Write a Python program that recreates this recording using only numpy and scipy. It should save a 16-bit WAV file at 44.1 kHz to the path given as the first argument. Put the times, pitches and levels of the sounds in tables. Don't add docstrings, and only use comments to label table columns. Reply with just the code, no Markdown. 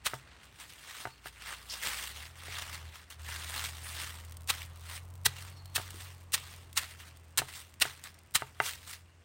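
import sys
import numpy as np
from scipy import signal
from scipy.fft import rfft, irfft
from scipy.io import wavfile
from scipy.ndimage import uniform_filter1d

SR = 44100
rng = np.random.default_rng(int(sys.argv[2]) if len(sys.argv) > 2 else 0)


def int16_out(signal):
    q = np.round(np.clip(np.atleast_2d(signal).T, -1, 1) * 32767)
    wavfile.write(sys.argv[1], SR, q.astype(np.int16))


N = 407484
TIME = np.arange(N) / SR
EDGE_HZ = 16100


def from_db(db):
    return 10 ** (np.asarray(db) / 20)


def unit(x):
    return x / np.sqrt(np.mean(x ** 2) + 1e-20)


def follow(rows, axis=1):
    rows = np.array(rows)
    return np.interp(TIME, rows[:, 0], rows[:, axis])


def add(mix, s, sound):
    part = mix[max(round(s * SR), 0):][:len(sound)]
    part += sound[:len(part)]


def colour(x, spectrum, bumps=(), size=4096):
    hz = np.abs(np.fft.fftfreq(size, 1 / SR))
    points, db = np.transpose(spectrum)
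    db = np.interp(np.log(hz + 1), np.log(points), db)
    for centre, width, height in bumps:
        db = db + height * np.exp(-((hz - centre) / width) ** 2)
    response = np.exp(np.conj(signal.hilbert(np.log(from_db(db)))))
    taps = np.fft.ifft(response).real[:size // 2]
    return signal.oaconvolve(x, taps / np.linalg.norm(taps))[:N]


def brighten(x, treble_db, split_hz=4500):
    low = signal.sosfiltfilt(signal.butter(1, split_hz, fs=SR, output="sos"), x)
    return low * from_db(-treble_db / 2) + (x - low) * from_db(treble_db)


def drift(rate_hz):
    hz = np.fft.rfftfreq(N, 1 / SR)
    return unit(irfft(rfft(rng.standard_normal(N)) * np.exp(-(hz / rate_hz) ** 2), N))


def fractures(per_s, spread_db):
    size = from_db(spread_db * np.minimum(rng.exponential(1, N), 4))
    return unit(size * rng.choice([-1, 1], N) * (rng.random(N) < per_s / SR))


def crumbling(per_s, spread_db, fade_s, even):
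    decay = np.exp(-2 / (fade_s * SR))
    bursts = signal.lfilter([1], [1, -decay], fractures(per_s, spread_db) ** 2)
    return np.sqrt(even + (1 - even) * bursts / bursts.mean())


def loose_flakes(per_s, spread_db, low_hz, cycles, count=16):
    t, out = np.arange(256) / SR, np.zeros(N)
    clicks, flake = fractures(per_s, spread_db), rng.integers(0, count, N)
    for k, hz in enumerate(np.geomspace(low_hz, EDGE_HZ, count)):
        ring = np.exp(-t * hz / cycles) * np.cos(2 * np.pi * hz * t)
        out += signal.oaconvolve(clicks * (flake == k), unit(ring))[:N]
    return unit(out)


def patchy(x, patchy_db, size=256):
    z = signal.stft(x, nperseg=size)[2]
    across_pitch = uniform_filter1d(rng.standard_normal(z.shape), size=5, axis=0)
    patches = unit(uniform_filter1d(across_pitch, size=9, axis=1))
    return signal.istft(z * from_db(patchy_db * patches), nperseg=size)[1][:N]


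# (f/Hz, level/dB per Hz)
FLAKE_COLOUR = [(100, -9), (300, -15), (700, -7), (1200, 0.5), (1900, -2), (3300, 0), (5000, -4),
                (7000, -6.5), (8800, -2), (10000, -7), (11000, -12.5), (13500, -9)]
# (f/Hz, width/Hz, level/dB)
TRAY_PEAKS = [(1930, 346, 4), (2480, 170, 0), (2770, 44, 4)]


def rustle():
    ticks = loose_flakes(per_s=1500, spread_db=4.0, low_hz=2370, cycles=0.75)
    grains = fractures(per_s=14000, spread_db=1.5) + from_db(-10.5) * ticks
    grains = patchy(grains, patchy_db=2) * crumbling(per_s=300, spread_db=2.5, fade_s=.0025, even=.5)
    strength, crisp_db = stirring()
    unevenness = from_db(drift(rate_hz=33) + 0.28)
    drive = unit(grains) * strength * sticking() * unevenness
    return colour(brighten(drive, crisp_db), FLAKE_COLOUR, TRAY_PEAKS)


PUSH_SHAPE = 1.15


def push(t, s, db, rise, fall):
    return from_db(db) * np.exp(-np.abs((t - s) / np.where(t < s, rise, fall)) ** PUSH_SHAPE)


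# (t/s, level/dB, rise/s, fall/s, treble lift/dB)
ROLLS = [(.7, -56.5, 0.13, 0.09, 5), (1.013, -44.5, 0.19, 0.062, -2.5), (1.512, -41, 0.077, 0.057, -5),
         (1.864, -34, 0.049, 0.076, -1.5), (2.028, -40, 0.22, 0.082, 0.5), (2.191, -46.5, 0.09, 0.11, -3),
         (2.548, -41.5, 0.099, 0.29, -4), (3.329, -40, 0.062, 0.069, -3), (3.576, -38.5, 0.16, 0.11, -1.5),
         (4.02, -40.5, 0.19, 0.11, -1), (4.959, -43, 0.082, 0.029, -0.5), (5.41, -47.5, 0.079, 0.095, -2),
         (6.03, -49.5, 0.15, 0.096, 0), (6.5, -51, 0.076, 0.11, -1.5), (7.559, -44.5, 0.032, 0.057, 2.5),
         (8.662, -34, 0.028, 0.051, 2), (8.91, -44, 0.047, 0.044, 2)]
# (t/s, level/dB)
NUDGES = [(.445, -55.5), (0.608, -45), (1.267, -46.5), (1.73, -40), (2.391, -50), (2.74, -40), (2.954, -48),
          (3.115, -48.5), (3.648, -36.5), (4.616, -43), (6.911, -48.5), (7.006, -48), (7.07, -52.5),
          (7.491, -47.5), (8.057, -45), (8.82, -57)]
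NUDGE_RISE_S, NUDGE_FALL_S, NUDGE_TREBLE_DB = 0.018, 0.028, -1
SINK_RISE_S, SINK_FALL_S, SINK_LAG_S, SINK_TREBLE_DB = 0.008, 0.072, 0.014, -1.5
CREEP_DB, CREEP_TREBLE_DB, BATTER_TREBLE_DB, COATING_S = -64, -5.5, -11.5, 0.61
LIFT_S, LET_GO_S = 0.19, 8.97


def stirring(size=64):
    t = TIME[::size]
    moves = [(push(t, s, db, rise, fall), treble_db) for s, db, rise, fall, treble_db in ROLLS]
    moves += [(push(t, s, db, NUDGE_RISE_S, NUDGE_FALL_S), NUDGE_TREBLE_DB) for s, db in NUDGES]
    resting = t < LET_GO_S
    for s, *_, sink_db in DABS:
        sinking = push(t, s + SINK_LAG_S, sink_db, SINK_RISE_S, SINK_FALL_S)
        moves.append((sinking, SINK_TREBLE_DB))
        resting = resting & ((t < s - LIFT_S) | (t > s))
    creep = from_db(CREEP_DB) * uniform_filter1d(np.where(resting, 1, from_db(-6.5)), size=40)
    bare = np.exp(-(t / COATING_S) ** 2)
    moves.append((creep, CREEP_TREBLE_DB + BATTER_TREBLE_DB * bare))
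    power = sum(strength ** 2 for strength, _ in moves)
    crisp_db = sum(strength ** 2 * treble_db for strength, treble_db in moves) / power
    return np.interp(TIME, t, np.sqrt(power)), np.interp(TIME, t, crisp_db)


# (t/s, length of the halt/s, level/dB)
HALTS = [(2.355, 0.056, -5.5), (2.935, 0.22, -5.5), (3.1, 0.082, -8), (3.195, 0.061, -8), (5.245, 0.28, -6)]


def sticking():
    dip_db = 0
    for s, length, depth_db in HALTS:
        slowing = np.clip(2 * (1 - (s - TIME) / length), 0, 1)
        dip_db = dip_db + depth_db * slowing * (TIME < s)
    return from_db(dip_db)


# (t/s, level/dB, rise/s, fall/s, treble lift/dB, level/dB of the sinking after it)
DABS = [(0.0678, -25, 0.0095, 0.0076, -1.5, -44), (4.505, -21.5, 0.011, 0.0049, -1, -42),
        (5.2617, -18.5, 0.0054, 0.0051, 2.5, -48.5), (5.763, -24.5, 0.0069, 0.0062, 2.5, -42),
        (6.345, -22, 0.0076, 0.0069, 4.5, -43), (6.78, -25.5, 0.0096, 0.011, 0.5, -40.5),
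        (7.387, -22.5, 0.0045, 0.011, 0.5, -47), (7.8219, -17.5, 0.0065, 0.0071, -1.5, -40),
        (8.356, -19, 0.0057, 0.0092, 1.5, -46)]
# (f/Hz, width/Hz, level/dB)
DAB_RING = [(650, 490, -2.5), (1870, 120, 5.5), (2680, 130, 3.5), (3970, 260, 4)]
# (f/Hz, width/Hz, level/dB)
BREAK_DIP = [(14470, 4800, -1)]


def dabs():
    out, t = np.zeros(N), np.arange(-SR // 25, SR // 12) / SR
    grains = fractures(per_s=30000, spread_db=1.2)
    grains = grains * crumbling(per_s=700, spread_db=1.4, fade_s=.001, even=.55)
    for s, db, rise, fall, treble_db, _ in DABS:
        load = np.exp(-np.abs(t / np.where(t < 0, rise, fall)) ** 1.49)
        settling = from_db(-20.0) * np.exp(-np.abs(t) / 0.012) * (t > 0)
        chosen = np.take(grains, round(s * SR) + np.arange(len(t)), mode="wrap")
        burst = chosen * (load + settling)
        first_touch_db = 3 * np.clip(-t / rise, 0, 2)
        add(out, s + t[0], from_db(db) * brighten(burst, treble_db + first_touch_db))
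    return colour(out, FLAKE_COLOUR, DAB_RING + BREAK_DIP)


# (t/s, relative level/dB)
SNAPS = [(.141, -35), (.618, -40), (1.835, -26), (1.853, -24), (1.905, -30), (1.934, -30), (2.116, -37),
         (3.103, -37), (3.563, -25), (3.612, -28), (3.64, -24), (4.249, -45), (4.322, -40.5),
         (4.369, -40.5), (4.475, -37), (4.538, -29), (5.154, -49.5), (5.657, -43), (5.906, -35),
         (6.321, -35), (6.729, -42.5), (6.775, -18.5), (7.171, -48.5), (7.3748, -20), (7.3799, -16),
         (7.74, -48), (7.8, -35), (8.039, -33), (8.143, -49.5), (8.189, -49), (8.34, -38)]
SNAP_TREBLE_DB, BURIED_TREBLE_DB, BURIED_DB = 12, 1, -47.5


def snaps():
    out, t = np.zeros(N), np.arange(SR // 80) / SR
    buried = np.minimum(stirring()[0] / from_db(BURIED_DB), 1) ** 2
    for s, db in SNAPS:
        fade = np.exp(-t / 0.0024) + 0.11 * np.exp(-t / 0.0091)
        crack = fade * rng.choice([-1, 1], len(t)) * (t > 0)
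        treble_db = SNAP_TREBLE_DB + (BURIED_TREBLE_DB - SNAP_TREBLE_DB) * buried[round(s * SR)]
        add(out, s, from_db(db - 9) * brighten(crack, treble_db))
    crumbs = shedding() * fractures(per_s=45, spread_db=3.2)
    crumbs = brighten(crumbs, SNAP_TREBLE_DB, split_hz=6300)
    return colour(out + crumbs, FLAKE_COLOUR, TRAY_PEAKS + BREAK_DIP)


SHED_START_S, SHED_DB, TRICKLE_FADE_S = 3.2, -69.5, 4.1


def shedding():
    age = np.maximum(TIME - SHED_START_S, 0)
    return from_db(SHED_DB) * np.exp(-age / TRICKLE_FADE_S) * (age > 0) * (TIME < LET_GO_S)


# (t/s, relative level/dB, hardness of the contact as a cut-off f/Hz)
KNOCKS = [(0.135, -19, 1580), (.143, -29, 1100), (1.0536, -20, 1870), (1.071, -23.5, 900),
          (1.2583, -28.5, 1820), (2.483, -26.5, 600), (5.266, -14.5, 300), (5.7805, -22, 1720),
          (5.798, -25, 1100), (7.397, -18.5, 420), (7.418, -19.5, 1210), (7.8531, -21.5, 1880),
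          (8.4211, -19, 2000), (8.6017, -7.5, 3200)]
# (f/Hz, level/dB, time to fall by 60 dB/s)
TRAY_MODES = [(130.7, -23, 0.23), (423, -27.5, 0.1), (722, -23.5, 0.055), (904, -17.5, 0.075),
              (1305, -18, 0.022), (1530, -15.5, 0.014), (2000, -15.5, 0.032), (2750, -17, 0.028)]
# (f/Hz, level/dB per Hz)
KNOCK_COLOUR = [(80, -21), (500, -10.5), (830, 6), (1040, -4), (1250, 4.5), (1550, 0), (2800, -10),
                (5000, -16.5)]


def tray():
    out, t = np.zeros(N), np.arange(SR // 4) / SR
    ring = sum(from_db(db - 60 * t / t60) * np.sin(2 * np.pi * hz * t) for hz, db, t60 in TRAY_MODES)
    poles = signal.butter(2, 1400, fs=SR)[1]
    for s, db, hard_hz in KNOCKS:
        chatter = from_db(-33) * np.exp(-t / 0.011) * rng.standard_normal(len(t))
        blow = from_db(10.5) * colour((t == 0) + chatter, KNOCK_COLOUR)[:len(t)]
        for _ in range(2):
            blow = signal.lfilter(poles[::-1], poles, blow)
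        soften = signal.butter(2, min(hard_hz, SR / 3), fs=SR)
        thin_hz = 600 * min(hard_hz / 3200, 2) ** 3
        thin = signal.butter(1, thin_hz, "highpass", fs=SR)
        knock = signal.lfilter(*thin, signal.lfilter(*soften, blow + ring))
        add(out, s, from_db(db) * knock)
    return out


# (t/s, level/dB, fade/s, f/Hz)
SCUFFS = [(1.698, -41, 0.055, 5040), (3.835, -48.5, 0.098, 9300)]


def scuffs():
    out = np.zeros(N)
    for s, db, fade, hz in SCUFFS:
        t = np.maximum(TIME - s, 0)
        band = signal.butter(1, [hz * .92, hz / .92], "bandpass", fs=SR)
        scrape = unit(signal.lfilter(*band, rng.standard_normal(N)))
        out += from_db(db) * scrape * (t > 0) * np.exp(-(t / fade) ** 2)
    return out


def thump(s=5.935, db=-51, fade_s=0.022):
    t = np.maximum(TIME - s, 0)
    band = signal.butter(4, [170, 450], "bandpass", fs=SR, output="sos")
    noise = rng.standard_normal(N)
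    bump = signal.sosfilt(band, noise * (t > 0) * np.exp(-t / fade_s))
    return from_db(db) * bump / signal.sosfilt(band, noise).std()


# (t/s, f/Hz, relative level/dB)
ENGINE = [(0.0, 65, -58), (0.98, 56.2, -77), (1.29, 58.9, -60.5), (1.98, 60.35, -56), (2.21, 75.7, -52.5),
          (2.31, 83.1, -54.5), (2.49, 84.6, -52.5), (2.88, 80.05, -48), (2.96, 78.7, -64), (3.12, 79, -63),
          (3.2, 79.1, -48.5), (4.84, 83.5, -48.5), (5.14, 89.2, -48), (5.76, 91, -49), (7.13, 83, -56.5),
          (8.34, 83.2, -64), (8.8, 85.4, -56.5), (9.24, 86.5, -65)]
# (multiple of the pitch, level/dB)
ENGINE_LINES = [(.5, -21), (1, 0), (1.5, -14), (2, -27)]
# (f/Hz, level/dB per Hz)
RUMBLE = [(25, -48), (45, -3), (125, 0), (200, -13), (400, -16.5), (1100, -11.5), (2000, -31),
          (5000, -35.5)]
ENGINE_DB = 0.2


def engine():
    pitch_hz = follow(ENGINE) * (1 + .004 * drift(rate_hz=8))
    turns = np.cumsum(pitch_hz) / SR
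    lines = np.zeros(N)
    for multiple, db in ENGINE_LINES:
        waver = 1 + .1 * drift(rate_hz=4)
        lines += from_db(db) * np.sin(2 * np.pi * multiple * turns) * waver
    rumble = colour(rng.standard_normal(N), RUMBLE)
    load = from_db(follow(ENGINE, axis=2) + ENGINE_DB)
    return load * (unit(lines) + from_db(-12) * rumble)


# (t/s, length/s, starting f/Hz, relative level/dB)
BIRDS = [(1.083, .12, 4470, -63), (5.462, .33, 4400, -63), (5.553, 0.045, 5600, -66),
         (8.989, 0.25, 2875, -73.5)]
BIRD_SAG = 0.035


def birds():
    out, waver = np.zeros(N), 1 + .026 * drift(rate_hz=400)
    flutter = from_db(4 * drift(rate_hz=40) - 1)
    for s, length, hz, db in BIRDS:
        u = np.linspace(0, 1, round(length * SR))
        turns = np.cumsum(hz * (1 - BIRD_SAG * u) * waver[:len(u)]) / SR
        add(out, s, from_db(db) * np.sin(np.pi * u) * np.sin(2 * np.pi * turns))
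    return out * flutter


# (f/Hz, level/dB per Hz)
AIR = [(25, -38), (42, -16), (60, 11), (130, 3), (250, -4.5), (1000, -10), (2200, -14), (2750, -14.5),
       (3500, -24.5), (9000, -21.5), (11000, -55)]


def air():
    return from_db(-63 + 1.0 * drift(rate_hz=1.5)) * colour(rng.standard_normal(N), AIR)


def garden(x, wet_db=-19, t60=0.26, dull_hz=4000):
    t = np.arange(SR // 2) / SR
    tail = rng.standard_normal(len(t)) * from_db(-60 * t / t60) * (t > .004)
    tail = signal.lfilter(*signal.butter(1, dull_hz, fs=SR), tail / np.linalg.norm(tail))
    return x + from_db(wet_db) * signal.oaconvolve(x, tail)[:N]


def scene():
    hands = scuffs() + thump()
    near = rustle() + hands + dabs() + snaps() + tray()
    return (garden(near + birds()) + engine() + air())[None]


def record(dry):
    dry = signal.sosfilt(signal.butter(6, 37, "highpass", fs=SR, output="sos"), dry)
    band_limit = signal.firwin(301, EDGE_HZ, window=("kaiser", 9), fs=SR)
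    return signal.oaconvolve(dry, band_limit[None], "same")


dry = scene()
out = record(dry)
int16_out(out)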